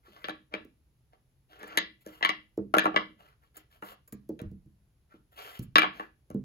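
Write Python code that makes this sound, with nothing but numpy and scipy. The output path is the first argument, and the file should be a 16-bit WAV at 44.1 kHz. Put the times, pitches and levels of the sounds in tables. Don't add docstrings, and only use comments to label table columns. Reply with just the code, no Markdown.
import sys
import numpy as np
from scipy import signal
from scipy.fft import rfft, irfft, next_fast_len
from scipy.io import wavfile
from scipy.ndimage import map_coordinates

SR = 44100
rng = np.random.default_rng(int(sys.argv[2]) if len(sys.argv) > 2 else 0)


def wrap_up_sound(samples):
    columns = np.atleast_2d(samples).T
    tamed = np.clip(columns, -1, 1)
    steps = np.round(tamed * 32767).astype(np.int16)
    wavfile.write(sys.argv[1], SR, steps)


N = 284004

# pitch_hz, width_hz, level_db
WOOD_MODES = [(201.6, 25, -3.5), (313.3, 16, 4.5), (473, 98, -0.5), (612.8, 31, 3.5), (750, 340, -4.5),
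              (889, 750, -4.5), (1136, 390, 1.5), (1379, 330, 1.5), (1411, 610, -2), (1719, 350, -0.5),
              (2020, 280, -2.5), (2340, 560, -5.5), (2810, 1000, -3.5), (3250, 1800, -4),
              (4022, 1400, -7.5), (4340, 340, -13), (5084, 940, -15)]
# pitch_hz, width_hz, level_db
TREBLE_MODES = [(6900, 400, -5), (8250, 700, -3), (9900, 400, -8), (11400, 500, 0), (12900, 600, -1),
                (15000, 900, -3)]


def clacks():
    # start_s, level_db, boom_db, snap_db, tilt_db_per_octave, favoured_hz
    strikes = [(0.243, -25.5, -11, -39, 7.5, 1750), (0.285, -24, -8.5, -15.5, -3.5, 1740),
               (0.295, -28, -4.5, -14, 8, 1700), (0.539, -22, -4.5, -23.5, 2, 2190),
               (1.611, -43.5, -0.5, -21.5, 1, 2030), (1.631, -35.5, -4, -5, -4.5, 1650),
               (1.774, -10, -13.5, -3, 10, 2020), (2.064, -46, 13.5, 7, -5.5, 1680),
               (2.209, -31, -12, -29.5, -5.5, 2030), (2.227, -13, -21, -41, 3.5, 2060),
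               (2.249, -8, -26.5, -18.5, 3, 2020), (2.292, -13.5, -16, -21.5, 4.5, 2020),
               (2.74, -7, -11, -21.5, -10.5, 1400), (2.768, -17, 1.5, -15.5, -8, 1420),
               (2.784, -6.5, -20.5, -10, 5.5, 1740), (2.843, -23.5, -3, -16.5, -14, 1285),
               (2.856, -10.5, -8.5, -24, -9, 1330), (2.875, -37, 14, -23, -4, 753),
               (2.943, -24.5, -4, -39, -7.5, 736), (2.962, -8.5, -10.5, -36, 3, 1878),
               (3.824, -31, -5, -17, -8.5, 1380), (4.392, -42.5, -7.5, -3, 10, 1682),
               (5.757, -2.5, -16, -24.5, 5, 1776), (5.783, -4.5, -18.5, -14, 3, 2616),
               (5.819, -10, -19, -27, 1, 2290), (5.833, -13.5, -11, -29, -4, 1650),
               (5.997, -25.5, -9, -24, -5, 1720), (6.303, -43.5, 7, -3, -7, 1522)]
    # pitch_hz, width_hz, level_db
    snap_modes = [(6300, 1300, 0), (9600, 700, -3), (11300, 200, 9)]
    chatter_t60_s, wall_delay_s, wall_db, room_db = 0.019, 0.0098, -6.5, -9
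    favour_db, favour_octaves = 7.5, 0.12
    ring_narrowing, ring_db = 6.9, 8.5
    dry, wet, t = np.zeros((2, N)), np.zeros((2, N)), np.arange(SR // 6) / SR
    hz, width, level = np.transpose(WOOD_MODES)
    low = hz < 700
    pulse = 1. * (t == 0)
    for start_s, db, boom_db, snap_db, tilt_db, favoured_hz in strikes:
        mode_db = level + rng.normal(0, 1, len(hz)) + tilt_db * np.log2(hz / 2000) * ~low
        mode_db += favour_db * np.exp(-(np.log2(hz / favoured_hz) / favour_octaves) ** 2)
        port_db = mode_db[:, None, None] + rng.normal(0, 2, (len(hz), 2, 1))
        damped = modes(list(zip(hz[~low], width[~low], port_db[~low])))
        ring = modes(list(zip(hz[~low], width[~low] / ring_narrowing, port_db[~low] + ring_db)))
        table_top = modes(np.transpose([hz, width, mode_db])[low])
        block = filtered(pulse, lambda f: (damped(f) + ring(f) * blunt(f, 6400)) * blunt(f, 5500))
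        boom = amp(boom_db) * unit_peak(filtered(pulse, lambda f: table_top(f) * blunt(f, 1000)))
        snap = filtered(pulse, lambda f: modes(snap_modes)(f) * blunt(f, 18000))
        snap = amp(snap_db) * unit_peak(snap)
        chatter = rng.standard_normal(len(t)) ** 3 * decay(t, chatter_t60_s) * rise(t, 0.001)
        force = pulse + chatter / np.linalg.norm(chatter)
        blow = unit_peak(signal.fftconvolve(block, force[None], axes=1)[:, :len(t)]) + snap
        add(dry, amp(db) * (blow + boom), start_s)
        add(dry, amp(db + wall_db) * blow[::-1], start_s + wall_delay_s)
        add(wet, amp(db + room_db) * room(unit_peak(block[0]) + snap + boom), start_s + 0.004)
    return ports(dry, left_db=1.0) + wet


def thuds():
    # start_s, level_db, pitch_hz, relative_tick_db
    landings = [(0.079, -51, 366, -25), (0.649, -44, 324, -6.5), (2.575, -20, 372, -21),
                (4.125, -35, 217.3, 2), (4.291, -26, 327, -12), (4.416, -30, 162, -12),
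                (4.456, -37, 79.8, -33.5), (4.514, -39, 179, -17), (4.659, -46.5, 117.4, -15),
                (5.139, -47, 302, -16), (5.592, -28, 138, -3), (6.302, -35.5, 200, -8.5),
                (6.345, -21, 234, -27)]
    # pitch_hz, width_hz, level_db
    floor_modes = [(48.3, 29, -8), (76.5, 25, -2), (138, 14, -2.5), (200, 13, 4), (310, 52, -1.5),
                   (433, 110, -3), (860, 8100, -24)]
    sink_s = 0.0027
    out, t = np.zeros((2, N)), np.arange(SR // 2) / SR
    for start_s, db, hz, tick_db in landings:
        push = np.sin(2 * np.pi * hz * t) * decay(t, t60_s=0.019) * rise(t, 0.0012) ** 2
        push = filtered(push, lambda f: low_cut(f, 0.27 * hz) ** 2)
        cushioned = lambda f: modes(floor_modes)(f) * low_cut(f, 1.3 * hz) * blunt(f, 1.59 * hz)
        shake = rng.standard_normal(len(t)) * decay(t, t60_s=0.056) * rise(t, 0.0069)
        shake = filtered(shake, cushioned)
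        tick = np.diff(rng.standard_normal(len(t) + 1)) * decay(t, t60_s=0.017)
        weight = unit_peak(unit_peak(push) + 0.57 * unit_peak(shake))
        blow = amp(db) * (np.roll(weight, round(sink_s * SR)) + amp(tick_db) * unit_peak(tick))
        add(out, blow[None] * amp([[-.6], [.6]]), start_s)
        add(out, amp(-9.5) * room(blow), start_s + 0.0032)
    return out


def slides():
    # start_s, end_s, rub_db, change_by_end_db, relative_hiss_db
    strokes = [(0.028, 0.32, -66.5, 4.5, -10), (0.503, 0.567, -72, 32.5, -42),
               (1.117, 1.16, -63.5, 4.5, -20), (1.485, 1.59, -66.5, 12, -12), (1.573, 1.84, -54.5, 4, -21),
               (2.001, 2.036, -75, 18.5, 9), (2.045, 2.249, -57.5, -10.5, -4.5),
               (3.177, 3.352, -62, -8.5, -11), (3.412, 3.494, -68.5, -5, -7.5),
               (3.542, 3.67, -51.5, -34, -4.5), (3.698, 3.816, -66, -6.5, -4), (3.812, 3.954, -62, 9, -1),
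               (4.389, 4.474, -56.5, -25.5, -44), (5.086, 5.175, -73, 13, -15.5),
               (5.311, 5.363, -65, 2.5, -0.5), (5.355, 5.616, -52.5, -1.5, -5.5),
               (5.613, 5.66, -66.5, -2, 14), (5.925, 6.09, -53, -8.5, -15)]
    catches_per_s, catch_db, swell_db, swells_per_s = 120, 20, 5, 30
    gains = np.zeros((2, N))
    for start_s, end_s, db, change_db, hiss_db in strokes:
        t = np.arange(0, end_s - start_s + 0.0019, 1 / SR)
        fade = np.clip(np.minimum(t / 0.031, (t[-1] - t) / 0.063), 0, 1)
        add(gains, fade * amp(db + change_db * t / t[-1] + np.array([[0], [hiss_db]])), start_s)
    rub_gain, hiss_gain = gains
    grip = wander(rate_hz=220.5)
    rub_grains, hiss_grains = rng.standard_normal((2, N)) * amp([[2.5], [1.2]] * grip)
    rub_grains += amp(catch_db) * rng.standard_normal(N) * (rng.random(N) < catches_per_s / SR)
    # frequency_hz, density_db
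    friction_spectrum = [(150, -15), (400, 2.5), (1130, -1.5), (2200, -3), (3200, -6.5), (3700, -11),
                         (7000, -16.5), (8000, -50.5)]
    friction = amp(1) * unit_rms(filtered(rub_grains, lambda f: amp(along(friction_spectrum, f))))
    tilt_db_per_octave = 0.35 * (10 + 20 * np.log10((hiss_gain + 1e-9) / (rub_gain + 1e-9)))
    rub = np.zeros(N)
    for hz, width, db in WOOD_MODES:
        ring = filtered(friction, modes([(hz, 0.4 * width, db)]))
        travel_db = swell_db * wander(swells_per_s)
        rub += rub_gain * amp(tilt_db_per_octave * np.log2(hz / 1500) + travel_db) * ring
    hiss = hiss_gain * unit_rms(filtered(hiss_grains, lambda f: modes(TREBLE_MODES)(f) ** 2))
    return ports(rub + hiss, left_db=-0.5) + amp(-9) * room(rub + hiss)[:, :N]


def claws():
    # start_s, level_db
    ticks = [(1.59, -52), (1.674, -43), (3.567, -34.5), (4.076, -45.5), (4.123, -36), (5.626, -43.5)]
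    out, t = np.zeros(N), np.arange(SR // 10) / SR
    response = lambda f: modes(TREBLE_MODES)(f) + amp(-4.5) * modes(WOOD_MODES)(f)
    for start_s, db in ticks:
        scratch = rng.standard_normal(len(t)) * decay(t, t60_s=0.05) * rise(t, 0.0012)
        add(out, amp(db) * unit_peak(filtered(scratch, response)), start_s)
    return ports(out, left_db=-4.5) + amp(-8.0) * room(out)[:, :N]


def room(x):
    # frequency_hz, t60_s
    decay_times = [(150, 0.54), (400, 0.18), (1000, 0.22), (2800, 0.29), (5000, 0.26), (8000, 0.036),
                   (15000, 0.016)]
    # frequency_hz, coherence
    coherence = [(100, 0.94), (350, 0.8), (800, 0.18)]
    hz, t, spectra = signal.stft(rng.standard_normal((2, SR // 2)), SR, nperseg=256)
    tail = signal.istft(spectra * decay(t, along(decay_times, hz)[:, None]), SR, nperseg=256)[1]
    tail = ports(blend(tail, coherence), left_db=-2.3)
    delayed = np.pad(x, (round(0.0029 * SR), 0))
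    return signal.fftconvolve(delayed[None], tail / np.linalg.norm(tail[0]), axes=1)


def air():
    # frequency_hz, density_db
    spectrum = [(12, -49), (20, -19.5), (60, 1.5), (96, -10.5), (127, -3), (193, -21.5), (485, -37.5),
                (1120, -44.5), (7950, -53), (8650, -52.5), (10200, -47.5), (14700, -55), (16000, -61.5)]
    # frequency_hz, coherence
    coherence = [(50, 0.87), (300, 1), (700, 0.14)]
    noise = filtered(rng.standard_normal((2, N)), lambda f: amp(along(spectrum, f)))
    noise = unit_rms(blend(noise, coherence))
    hiss = filtered(noise, lambda f: 1 / (1 + (300 / (f + 1)) ** 4))
    rumble = amp(0.3 * wander(rate_hz=4)) * (noise - hiss)
    return amp(-69) * (rumble + amp(12.0) * hiss)


def ports(x, left_db):
    lead_s, shade_db, shade_hz = 20 / SR, 4.5, 3100
    side = np.array([[1], [-1]])
    phase = lambda f: np.pi * f * lead_s / (1 + (420 / (f + 1)) ** 4)
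    balance_db = lambda f: left_db + shade_db * np.exp(-np.log2((f + 1) / shade_hz) ** 2)
    response = lambda f: amp(side * balance_db(f) / 2) * np.exp(side * 1j * phase(f))
    return filtered(x * np.ones((2, 1)), response)


def blend(pair, coherence):
    angle = lambda f: np.arccos(np.clip(along(coherence, f), -1, 1)) / 2
    mid, side = filtered(pair, lambda f: np.array([np.cos(angle(f)), np.sin(angle(f))]))
    return np.array([mid + side, mid - side])


def modes(table):
    return lambda f: sum((-1) ** k * amp(db) * 1j * f * width / (hz * hz - f * f + 1j * f * width)
                         for k, (hz, width, db) in enumerate(table))


def blunt(f, corner_hz):
    return 1 / (1 + 1j * f / corner_hz) ** 3


def low_cut(f, corner_hz):
    return 1j * f / (corner_hz + 1j * f)


def filtered(x, response):
    size = next_fast_len(x.shape[-1] + SR // 4)
    return irfft(rfft(x, size) * response(np.fft.rfftfreq(size, 1 / SR)), size)[..., :x.shape[-1]]


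def along(points, hz):
    frequencies, values = np.transpose(points)
    return np.interp(np.log(hz + 1), np.log(frequencies + 1), values)


def wander(rate_hz):
    return map_coordinates(rng.standard_normal(int(N * rate_hz / SR) + 4), [np.arange(N) * rate_hz / SR])


def add(out, x, start_s):
    part = out[..., round(start_s * SR):][..., :x.shape[-1]]
    part += x[..., :part.shape[-1]]


def decay(t, t60_s):
    return amp(-60 * t / t60_s)


def rise(t, time_constant_s):
    return 1 - np.exp(-t / time_constant_s)


def amp(db):
    return 10 ** (np.asarray(db) / 20)


def unit_rms(x):
    return x / np.sqrt(np.mean(x ** 2) + 1e-20)


def unit_peak(x):
    return x / np.max(np.abs(x))


def scene():
    return clacks() + thuds() + slides() + claws() + air()


def record(dry):
    # frequency_hz, lead_half_turns
    treble_lead = [(7000, 7.8), (8000, 7.1), (9400, 6.8), (10600, 6), (11600, 5.85), (13000, 5),
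                   (15000, 4.25), (16000, 4)]
    split_hz, top_hz = 7100, 16700
    high = lambda f: 1 / (1 + (split_hz / (f + 1)) ** 16)
    side = np.array([[1], [-1]])
    treble = filtered(dry[[0, 0]], lambda f: high(f) * np.exp(side * .5j * np.pi * along(treble_lead, f)))
    lower_band = filtered(dry, lambda f: 1 - high(f))
    return filtered(treble + lower_band, lambda f: np.clip((top_hz - f) / 700, 0, 1) ** 2)


dry = scene()
out = record(dry)
wrap_up_sound(out)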